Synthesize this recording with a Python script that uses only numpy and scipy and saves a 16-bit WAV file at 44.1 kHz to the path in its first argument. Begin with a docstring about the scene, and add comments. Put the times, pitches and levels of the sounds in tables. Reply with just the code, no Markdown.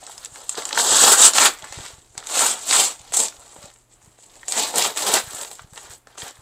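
"""Stiff kraft paper is pulled open, crumpled and shaken off a potted plant at a workbench in a small room.
Creases buckle as clumped random clicks of noise, denser under effort, over sliding hiss; big ones snap singly.
The sheet flaps in soft low puffs and faintly rings a note; room tone and a faint hum lie beneath.
A small microphone with a ringing port colours the paper and overloads on peaks."""
import sys
import numpy as np
from scipy import signal
from scipy.fft import rfft, irfft
from scipy.io import wavfile
from scipy.ndimage import uniform_filter1d

SR = 44100
rng = np.random.default_rng(int(sys.argv[2]) if len(sys.argv) > 2 else 0)


def gain_from_db(level_db):
    """Convert decibel levels to linear amplitude factors (20 dB per decade)."""
    decades = np.asarray(level_db, float) / 20
    return 10 ** decades


def store_pcm(level_fs):
    """Save levels as 16-bit WAV."""
    pcm = np.round(np.clip(level_fs, -1, 1) * 32767).astype(np.int16)
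    wavfile.write(sys.argv[1], SR, np.atleast_2d(pcm).T)


N = 282681  # length in samples

# sizes of fold, one a row: fine creases, middle folds, wide folds, broad panels, crisp edge:
# (level re effort_db [dB], share of the fullness, gain when lifted [dB],
#  gain per dB of effort above easy [dB], sliding hiss re crackle [factor])
FOLDS = [(-1, -1, -0.5, 0, 1.0), (-2, 0.42, -1, 0.0459, .8), (-8.5, .95, -4, -0.05, 1.6),
         (-10, 0.94, 1, -0.0426, 1.3), (-11, 0.3, 6, 0.1049, 0.41)]


def evened(x):
    """Scales a sound to rms 1."""
    return x / np.sqrt(np.mean(x ** 2) + 1e-20)


def read(points, hz):
    """Reads a spectrum table on a log-frequency axis."""
    f, value = np.transpose(points)
    return np.interp(np.log(hz + 1), np.log(f + 1), value)


def add(mix, start_s, sound):
    """Adds a sound to the mix from start_s on, cut at the end of the mix."""
    part = mix[round(start_s * SR):][:len(sound)]
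    part += sound[:len(part)]


def wander(cutoff_hz):
    """Slow random motion of rms 1: noise below cutoff_hz."""
    return evened(signal.lfilter(*signal.butter(2, cutoff_hz, fs=SR), rng.standard_normal(N)))


def air():
    """Room tone is shaped noise with lumpy bass, as from draughts; a wavering sine is the hum."""
    # colour of the room tone: (pitch_hz, relative level_db per Hz)
    air_colour = [(15, -30.5), (25, 13), (118, -2.5), (191, -2.5), (318, 0), (558, -4), (879, -4.5),
                  (1910, -10.5), (4620, -17), (5140, -18.5), (7680, -19.5), (9520, -13.5), (15000, -25.5)]
    # the hum: (pitch_hz, rms level_db)
    hum_tone = [(118.4, -68)]
    lumps_db, lumps_hz = -0.5, 110
    hz = np.fft.rfftfreq(N, 1 / SR)
    spectrum = rfft(rng.standard_normal(N)) * gain_from_db(read(air_colour, hz))
    bass = irfft(spectrum / (1 + (hz / lumps_hz) ** 4), N)
    rest = irfft(spectrum, N) - bass
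    lumpy = rest + bass * evened(gain_from_db(lumps_db * wander(17)))
    (hum_hz, hum_db), = hum_tone
    hum = np.sqrt(2) * np.sin(2 * np.pi * hum_hz * np.arange(N) / SR)
    hum *= gain_from_db(hum_db + 0.83 * wander(4))
    return gain_from_db(-61 + 1.5 * wander(6.9)) * evened(lumpy) + hum


def notes():
    """The taut sheet briefly rings a faint note: a sine with a soft onset and exponential decay."""
    # (start_s, level_db before onset and decay)
    taut_notes = [(3.578, -47), (3.62, -46.5), (3.643, -45.5)]
    pitch_hz, t60_s, onset_s = 586, 0.22, 0.0023
    out, t = np.zeros(N), np.arange(SR // 4) / SR
    note = np.sin(2 * np.pi * pitch_hz * t) * (1 - np.exp(-t / onset_s))
    for start_s, level_db in taut_notes:
        add(out, start_s, gain_from_db(level_db - 60 * t / t60_s) * note)
    return out


def puffs():
    """The flapping sheet pushes a soft bump of low air, a windowed cosine of about two gliding cycles."""
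    # flaps or bumps: (middle_s, peak level_db, centre pitch_hz)
    flaps = [(0.326, -44.5, 97), (1.573, -53, 70), (1.635, -41.5, 119), (1.712, -43, 85),
             (1.779, -30.5, 97), (1.803, -32.5, 97), (1.853, -46, 126), (1.938, -40.5, 85),
             (1.985, -44, 100), (2.109, -49, 71), (2.179, -42, 107), (3.008, -44, 92), (3.11, -46, 116),
             (3.39, -46, 66), (3.589, -42, 127), (3.644, -39, 140), (4.045, -50.5, 78.7),
             (4.079, -42.5, 124), (5.243, -42, 90), (5.278, -37, 100), (5.344, -40, 109), (5.619, -43, 89),
             (5.647, -39.5, 109), (5.729, -40, 119), (5.85, -50, 67), (5.905, -41.5, 79.5),
             (5.972, -51, 83.8), (6.233, -35, 110), (6.393, -45, 88)]
    cycles, uneven = 1.94, 0.27  # length; largest glide is about this share of the pitch
    out = np.zeros(N)
    for (middle_s, peak_db, hz), (start, sag) in zip(flaps, rng.uniform(-1.07, 1, (len(flaps), 2))):
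        size = round(cycles * SR / hz)
        turns = np.cumsum(hz * (1 + uneven * sag * np.linspace(-1, 1, size))) / SR
        bump = np.cos(2 * np.pi * turns + np.pi * start) * np.hanning(size) ** 2
        add(out, middle_s - size / 2 / SR, gain_from_db(peak_db) * bump / abs(bump).max())
    return out


def paper_bands(size=2048):
    """Causal filters of the paper colour, one for each size of fold; their powers share out the whole colour."""
    # paper as the microphone hears it, its port ringing near the top: (pitch_hz, relative level_db per Hz)
    paper_colour = [(59, -51.5), (100, -23), (223, -15), (287, -11.5), (530, -7.5), (615, -3.5), (1340, -3),
                    (2230, -6.5), (3700, 0), (5530, -2.5), (7750, 13), (9980, -2), (11800, -6.5),
                    (14600, -8.5), (15600, -15.5), (15800, -38)]
    # borders [Hz] between broad panels, wide folds, middle folds, fine creases and crisp edge
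    splits_hz = [900, 2200, 5500, 9500]
    hz = abs(np.fft.fftfreq(size, 1 / SR))
    below = [1 / (1 + (hz / f) ** 10) for f in splits_hz]
    shares = np.diff([0 * hz, *below, 1 + 0 * hz], axis=0)
    log_gain = np.log(gain_from_db(read(paper_colour, hz)) * np.sqrt(np.maximum(shares, 0)) + 1e-5)
    # minimum phase: the response starts at once
    taps = np.fft.ifft(np.exp(np.conj(signal.hilbert(log_gain)))).real[:, :size // 2]
    return taps[[3, 2, 1, 0, 4]]  # in the order of FOLDS


def snaps(bands):
    """A large crease gives way at once: a noise burst around its own pitch, with a shiver and a ring."""
    # single creases: (start_s, level_db at its pitch before the ring, octaves below the fine crackle,
    # loss per octave away from that pitch [dB])
    creases = [(0.027, -34, 3.5, 12), (0.066, -17.5, 0.5, 16), (0.074, -36, 1.9, 3), (0.096, -33.2, 3.2, 2),
               (0.179, -18.5, 0.5, 16), (0.248, -17, 0.16, 13), (0.257, -14, 0.5, 14.5),
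               (0.358, -19, 1.6, 16.5), (0.493, -5, 0.2, 10.5), (0.545, -30, 2.2, 3.0),
               (0.553, -21.5, 0.9, 6.9), (0.575, -19, 0.5, 7), (0.58, -25, 5, -2), (0.621, -8.5, 1.67, 22),
               (0.653, -9, 0.45, 10), (0.69, -18, 0.45, 7), (0.709, -15.5, 2.15, 12.5),
               (0.728, -8.5, 1.23, 9), (0.748, -15.6, 1, 20), (0.754, -21, 2.4, 18), (0.775, -4, 2.24, 10),
               (0.797, -7, 2, 17), (0.887, -11, 0.15, 6.5), (1.039, -9, -4, 0), (1.119, -4.5, -0.5, 1.5),
               (1.335, -6, 0.6, 6.5), (1.35, -13, -1, 16), (1.383, 7.5, 1.5, 10), (1.574, -34, 0.67, 9.2),
               (1.623, -23.5, 1.16, 14), (1.645, -27.7, 0.1, 9), (1.724, -26, 0.29, 0),
               (1.786, -23, 5.2, 4.5), (1.903, -31, 4.5, 7), (1.98, -44.0, 4.4, 3.5), (2.151, -40, 6, 1),
               (2.178, -16, 0.6, 5.5), (2.226, -25.5, 1.9, 11), (2.27, -16.5, 0.3, 7),
               (2.302, -21, -0.4, 9.1), (2.392, -4.5, -0.5, 2.5), (2.42, -12, -3, 7),
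               (2.539, -15.6, -0.5, 8.8), (2.675, -18, -8, 6.7), (2.69, -16, -1, 14), (2.71, -1, 1, 9),
               (2.726, -3.5, 1.77, 13), (3.021, -42, 7, 18), (3.122, -26, -0.5, -2), (3.138, -20, 1, 2),
               (3.169, 1, -0.5, 19), (3.191, -7.5, -8, 6), (3.218, -27, 10, 17), (3.283, -12.5, 0.5, 11),
               (3.324, -32, 1.7, 7), (3.358, -39, 0, 12), (3.562, -28.5, 5.3, 3), (3.628, -36, 0.5, 7),
               (3.674, -39, 5, 3), (3.76, -43.0, 1.5, 6.5), (3.936, -45, 0.0, 8.5), (4.017, -46, 2.6, 9.0),
               (4.187, -44, 3.7, 1), (4.355, -36, 0.5, 7.5), (4.431, -23.5, 2.1, 17),
               (4.482, -15.5, 0.0, 5), (4.522, -4, 0.5, 12), (4.74, -17.5, 4.5, 3), (4.758, -5, -0.5, 6.5),
               (4.782, 6, -1.5, 5.5), (4.849, -8, 1.6, 8), (4.961, -23.4, 0.3, 5), (4.973, -14, 1, 6),
               (4.988, -19, 1.4, 13), (5.079, -23, 3, 10), (5.139, 6.5, 0.4, 19), (5.333, -20, 0.3, 3),
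               (5.418, -33, 3.5, 4.3), (5.432, -21.0, 1.2, 7.7), (5.448, -20, 1.3, 6),
               (5.513, -33.5, 1, -2), (5.593, -23.5, 2.5, 18), (5.734, -33, -0.5, 2.5),
               (5.759, -34.5, 0.7, 3), (5.776, -22.5, 1.4, 4), (5.898, -38.5, -1, 2), (6.071, -37, 2.52, 1),
               (6.154, -37.5, 2.8, 7.5), (6.177, -34.5, 2.5, 2), (6.183, -33, 5, 4),
               (6.219, -20, 1.16, 8.5), (6.26, -25.5, -6, 7)]
    # pitch of each size of fold [octaves below the fine crackle]
    fold_octaves = np.array([0, 1.02, 2.42, 3.64, -.68])
    fine_hz, edge_db = 7500, -8
    rise_ms, short_ms, ms_per_octave = 0.096, 1.5, 0.1  # deeper snaps fade more slowly
    shiver_db, shiver_ms = -14, 2.7
    ring, sharp = 0.28, 3.5  # share of the resonance in the mix; its Q
    out, ms = np.zeros(N), np.arange(600) / SR * 1000
    noises = rng.standard_normal((len(creases), 5, 600))
    for (start_s, peak_db, octaves, narrow_db), noise in zip(creases, noises):
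        fade = np.exp(-ms / max(short_ms + ms_per_octave * octaves, .1))
        shiver = gain_from_db(shiver_db) * np.exp(-ms / shiver_ms)
        bursts = noise * (fade + shiver) * (1 - np.exp(-ms / rise_ms))
        parts = [np.convolve(burst, taps) for burst, taps in zip(bursts, bands)]
        fold_db = peak_db - max(narrow_db, 0) * abs(fold_octaves - octaves) + [0, 0, 0, 0, edge_db]
        snap = sum(gain_from_db(db) * part / abs(part).max() for part, db in zip(parts, fold_db))
        ring_hz = np.clip(fine_hz / 2 ** octaves, 300, 12000)
        rung = signal.lfilter(*signal.iirpeak(ring_hz, sharp, fs=SR), snap)
        add(out, start_s, (1 - ring) * snap + ring * rung * abs(snap).max() / abs(rung).max())
    return out


def handling():
    """Level of each size of fold over time: strokes of the hands add up in power."""
    # each pull, squeeze or shift of the hands: (crest_s, rise_s, fall_s,
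    # effort_db before the FOLDS offsets, fullness_db: how much large folds join in)
    strokes = [(0.102, 0.18, 0.24, -45.5, 0.3), (0.238, 0.09, 0.096, -44, 1),
               (0.352, 0.065, 0.35, -44, -0.5), (0.499, 0.013, 0.18, -44.5, -4),
               (0.588, 0.027, 0.1, -33.5, 7.5), (0.665, 0.019, 0.052, -36.5, 3.5),
               (0.742, 0.055, 0.026, -43, 14), (0.793, 0.045, 0.16, -20.5, 2),
               (0.896, 0.03, 0.54, -24.5, 3.7), (1.04, 0.053, 0.05, -24, 0.5),
               (1.124, 0.33, 0.057, -13, -0.4), (1.221, 0.11, 0.07, -13.5, -1.5),
               (1.274, 0.09, 0.035, -13.1, -2.5), (1.357, 0.023, 0.144, -17.5, -4),
               (1.454, 0.11, 0.046, -13, 3), (1.651, 0.224, 0.24, -48, 4.5), (1.835, 0.24, 0.17, -40, 0.5),
               (2.193, 0.05, 0.117, -50.5, 9.5), (2.2, 0.288, 0.129, -59.5, -2.5),
               (2.416, 0.13, 0.16, -19, -0.3), (2.506, 0.073, 0.049, -26, -2),
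               (2.636, 0.127, 0.029, -38, -3), (2.739, 0.087, 0.087, -18.5, -2.5),
               (2.803, 0.119, 0.12, -17.5, -0.7), (3.09, 0.18, 0.59, -51, 4),
               (3.141, 0.014, 0.055, -24.5, -5), (3.171, 0.0099, 0.015, -16, -7),
               (3.197, 0.02, 0.05, -20.5, -5.5), (3.23, 0.069, 0.062, -25, -1.5),
               (3.457, 0.484, 0.2, -51.5, -1), (3.638, 0.16, 0.12, -46, 1), (3.744, 0.02, 0.14, -60, -3.5),
               (3.93, 0.08, 0.095, -60.5, -1), (4.024, 0.031, 0.2, -59.5, -1.5),
               (4.262, 0.12, 0.047, -58.5, -3.5), (4.436, 0.41, 0.56, -54.5, 2),
               (4.488, 0.01, 0.25, -36.5, -8), (4.588, 0.098, 0.17, -24, 2.5),
               (4.776, 0.042, 0.058, -23, 4.5), (4.845, 0.099, 0.1, -24.5, 5.5),
               (4.99, 0.037, 0.15, -25.5, 1), (5.085, 0.048, 0.11, -23, 4.5),
               (5.144, 0.034, 0.077, -18, 5.5), (5.421, 0.32, 0.12, -36.5, 1),
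               (5.524, 0.035, 0.083, -45, 0), (5.609, 0.042, 0.081, -54.5, 6),
               (5.776, 0.013, 0.027, -40.5, 3.5), (5.783, 0.098, 0.21, -47, -0.5),
               (5.86, 0.05, 0.1, -50.0, 7), (5.926, 0.038, 0.051, -44.5, 0.5),
               (6.073, 0.013, 0.234, -61.5, 8), (6.182, 0.014, 0.21, -43, 1.5),
               (6.222, 0.0084, 0.07, -37.5, 6), (6.273, 0.04, 0.053, -45.5, 12.5),
               (6.357, 0.034, 0.485, -56.5, 2)]
    # how far the sheet is lifted off the bench and turned to the microphone: (time_s, lift 0-1)
    lift_path = [(0, 1), (.7, 0), (1.5, 0), (2.0, 0), (3.0, .3), (3.5, 0.3), (4.2, 0.4), (4.5, 0.6),
                 (4.8, 0.7), (5.3, 0.92), (5.7, 0.83), (6.0, 0.95), (6.4, 0.63)]
    easy_db, edge_db = -28.5, -20.5  # easy effort; level one rise before or one fall after the crest
    rise_power, fall_power = 1.73, 1.475
    crest, rise, fall, effort_db, full_db = np.transpose(strokes)[..., None]
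    t = np.arange(0, N / SR + .002, .002)
    before, after = abs(crest - t) / rise, abs(t - crest) / fall
    away = np.where(t < crest, before ** rise_power, after ** fall_power)
    stroke_db = np.maximum(effort_db + edge_db * away, -120)
    lift = np.interp(t, *np.transpose(lift_path))
    levels = []
    for offset_db, share, lifted_db, per_effort, _ in FOLDS:
        fold_db = stroke_db + offset_db + share * full_db + lifted_db * lift
        fold_db += per_effort * (stroke_db - easy_db)
        level = np.sqrt((gain_from_db(fold_db) ** 2).sum(0))
        levels.append(np.interp(np.arange(N) / SR, t, level))
    return levels


def buckling(busy):
    """Energy of countless small creases: random clicks, more frequent and more alike when busy."""
    calm_per_s, busy_per_s = 900, 4000
    spread_db, clump_db, evening = 2.5, 3.0, 0.47
    per_s = calm_per_s * (busy_per_s / calm_per_s) ** busy
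    size_db = spread_db * np.minimum(rng.exponential(1, N), 2.3) + clump_db * wander(57)
    size = gain_from_db((1 - evening * busy) * size_db)
    return (rng.random(N) < per_s / SR) * size / np.sqrt(per_s)


def shifting(sound):
    """The sheet's resonances shift as it changes shape, and the bounce off the bench colours one band."""
    # the band dips or swells, moving as the paper is lifted: (time_s, pitch_hz, gain_db)
    hollow = [(0, 2170, 1.5), (.8, 2360, -11), (1.3, 2110, -6), (1.501, 2060, 5), (2.3, 1900, -3),
              (3.299, 1680, -3), (4.5, 1350, -8.5), (5.2, 1620, 4), (6.4, 1700, 2.5)]
    shift_db = 1.0
    hz, t, z = signal.stft(sound, SR, nperseg=256, noverlap=192)
    # patches some 700 Hz wide, lasting some 30 ms
    patches = uniform_filter1d(rng.standard_normal(z.shape), size=4, axis=0)
    patches = evened(uniform_filter1d(patches, size=20, axis=1))
    s, hollow_hz, gain_db = np.transpose(hollow)
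    away = (hz[:, None] / np.interp(t, s, hollow_hz) - 1) / 0.17
    hollow_db = np.interp(t, s, gain_db) * np.exp(-away ** 2)
    return signal.istft(z * gain_from_db(shift_db * patches + hollow_db), nperseg=256, noverlap=192)[1][:N]


def crackle(bands):
    """Small creases buckle as fading noise clicks over the hiss of paper sliding on paper, fold by fold."""
    colour_db, drift_db = 8.0, 2.0
    levels = handling()
    busy = np.clip((20 * np.log10(levels[0]) + 57.5) / 30, 0, 1)
    clicks = buckling(busy)
    kind, out = rng.integers(0, 4, N), np.zeros(N)
    # a crease tears loose in a fraction of a millisecond up to a few
    fades = np.exp(-2 / (SR * np.geomspace(.0003, .003, 4)))
    for taps, level, (*_, rub) in zip(bands, levels, FOLDS):
        favour = gain_from_db(colour_db * np.clip(rng.standard_normal(N), -2, 2))  # each crease favours some folds
        energy = (clicks * favour) ** 2
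        power = sum(signal.lfilter([1 - r], [1, -r], energy * (kind == k)) for k, r in enumerate(fades))
        drive = np.sqrt(power / power.mean() + rub ** 2) * rng.standard_normal(N)
        band = evened(signal.oaconvolve(drive, taps)[:N])
        out += level * gain_from_db(drift_db * wander(8.5)) * band
    return shifting(out)


def reflections():
    """Direct sound, a few early echoes, then sparse taps of random sign, each band dying at its own speed."""
    # bench, shelves, wall: (delay_ms before a random stretch, level_db re direct sound)
    echoes = [(2.5, -11), (4.1, -9.5), (7.5, -24), (11, -19), (16, -37.5)]
    # decay of the room: (pitch_hz, t60_s)
    decay = [(200, 0.19), (1000, 0.23), (4000, 0.21), (8000, 0.13), (15000, 0.33)]
    tail_db = -9  # whole tail re direct sound
    taps = np.zeros(SR // 2)
    at = np.arange(300, len(taps) - 20, 20)
    taps[at + rng.integers(0, 20, len(at))] = rng.choice([-1., 1.], len(at))
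    hz, t, z = signal.stft(taps, SR, nperseg=128)
    tail = signal.istft(z * gain_from_db(-60 * t / read(decay, hz)[:, None]), SR, nperseg=128)[1]
    tail *= gain_from_db(tail_db) / np.linalg.norm(tail)
    tail[0] = 1
    for ms, db in echoes:
        tail[round(ms * rng.uniform(.75, 1.25) * SR / 1000)] += gain_from_db(db)
    return tail / np.linalg.norm(tail)


def room(x, count=6, moves_per_s=18):
    """The moving paper's sound crossfades in turn through the reflections of several places."""
    place = np.arange(N) / SR * moves_per_s
    out = np.zeros(N)
    for k in range(count):
        away = abs((place - k + count / 2) % count - count / 2)
        here = x * np.cos(np.pi / 2 * np.minimum(away, 1))
        out += signal.oaconvolve(here, reflections())[:N]
    return out


def scene():
    """Crackle, snaps and notes of the paper in the room, with puffs and room tone added dry."""
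    bands = paper_bands()
    paper = crackle(bands) + snaps(bands) + notes()
    return (room(paper) + puffs() + air())[None]


def band_limit(x):
    """A steep low-pass at the top of the band."""
    return signal.sosfilt(signal.butter(12, 15700, fs=SR, output="sos"), x)


def record(dry):
    """The microphone overloads: peaks beyond full scale are clipped flat."""
    clipped = np.clip(dry, -1, 1)
    return band_limit(clipped)


dry = scene()
out = record(dry)
store_pcm(out)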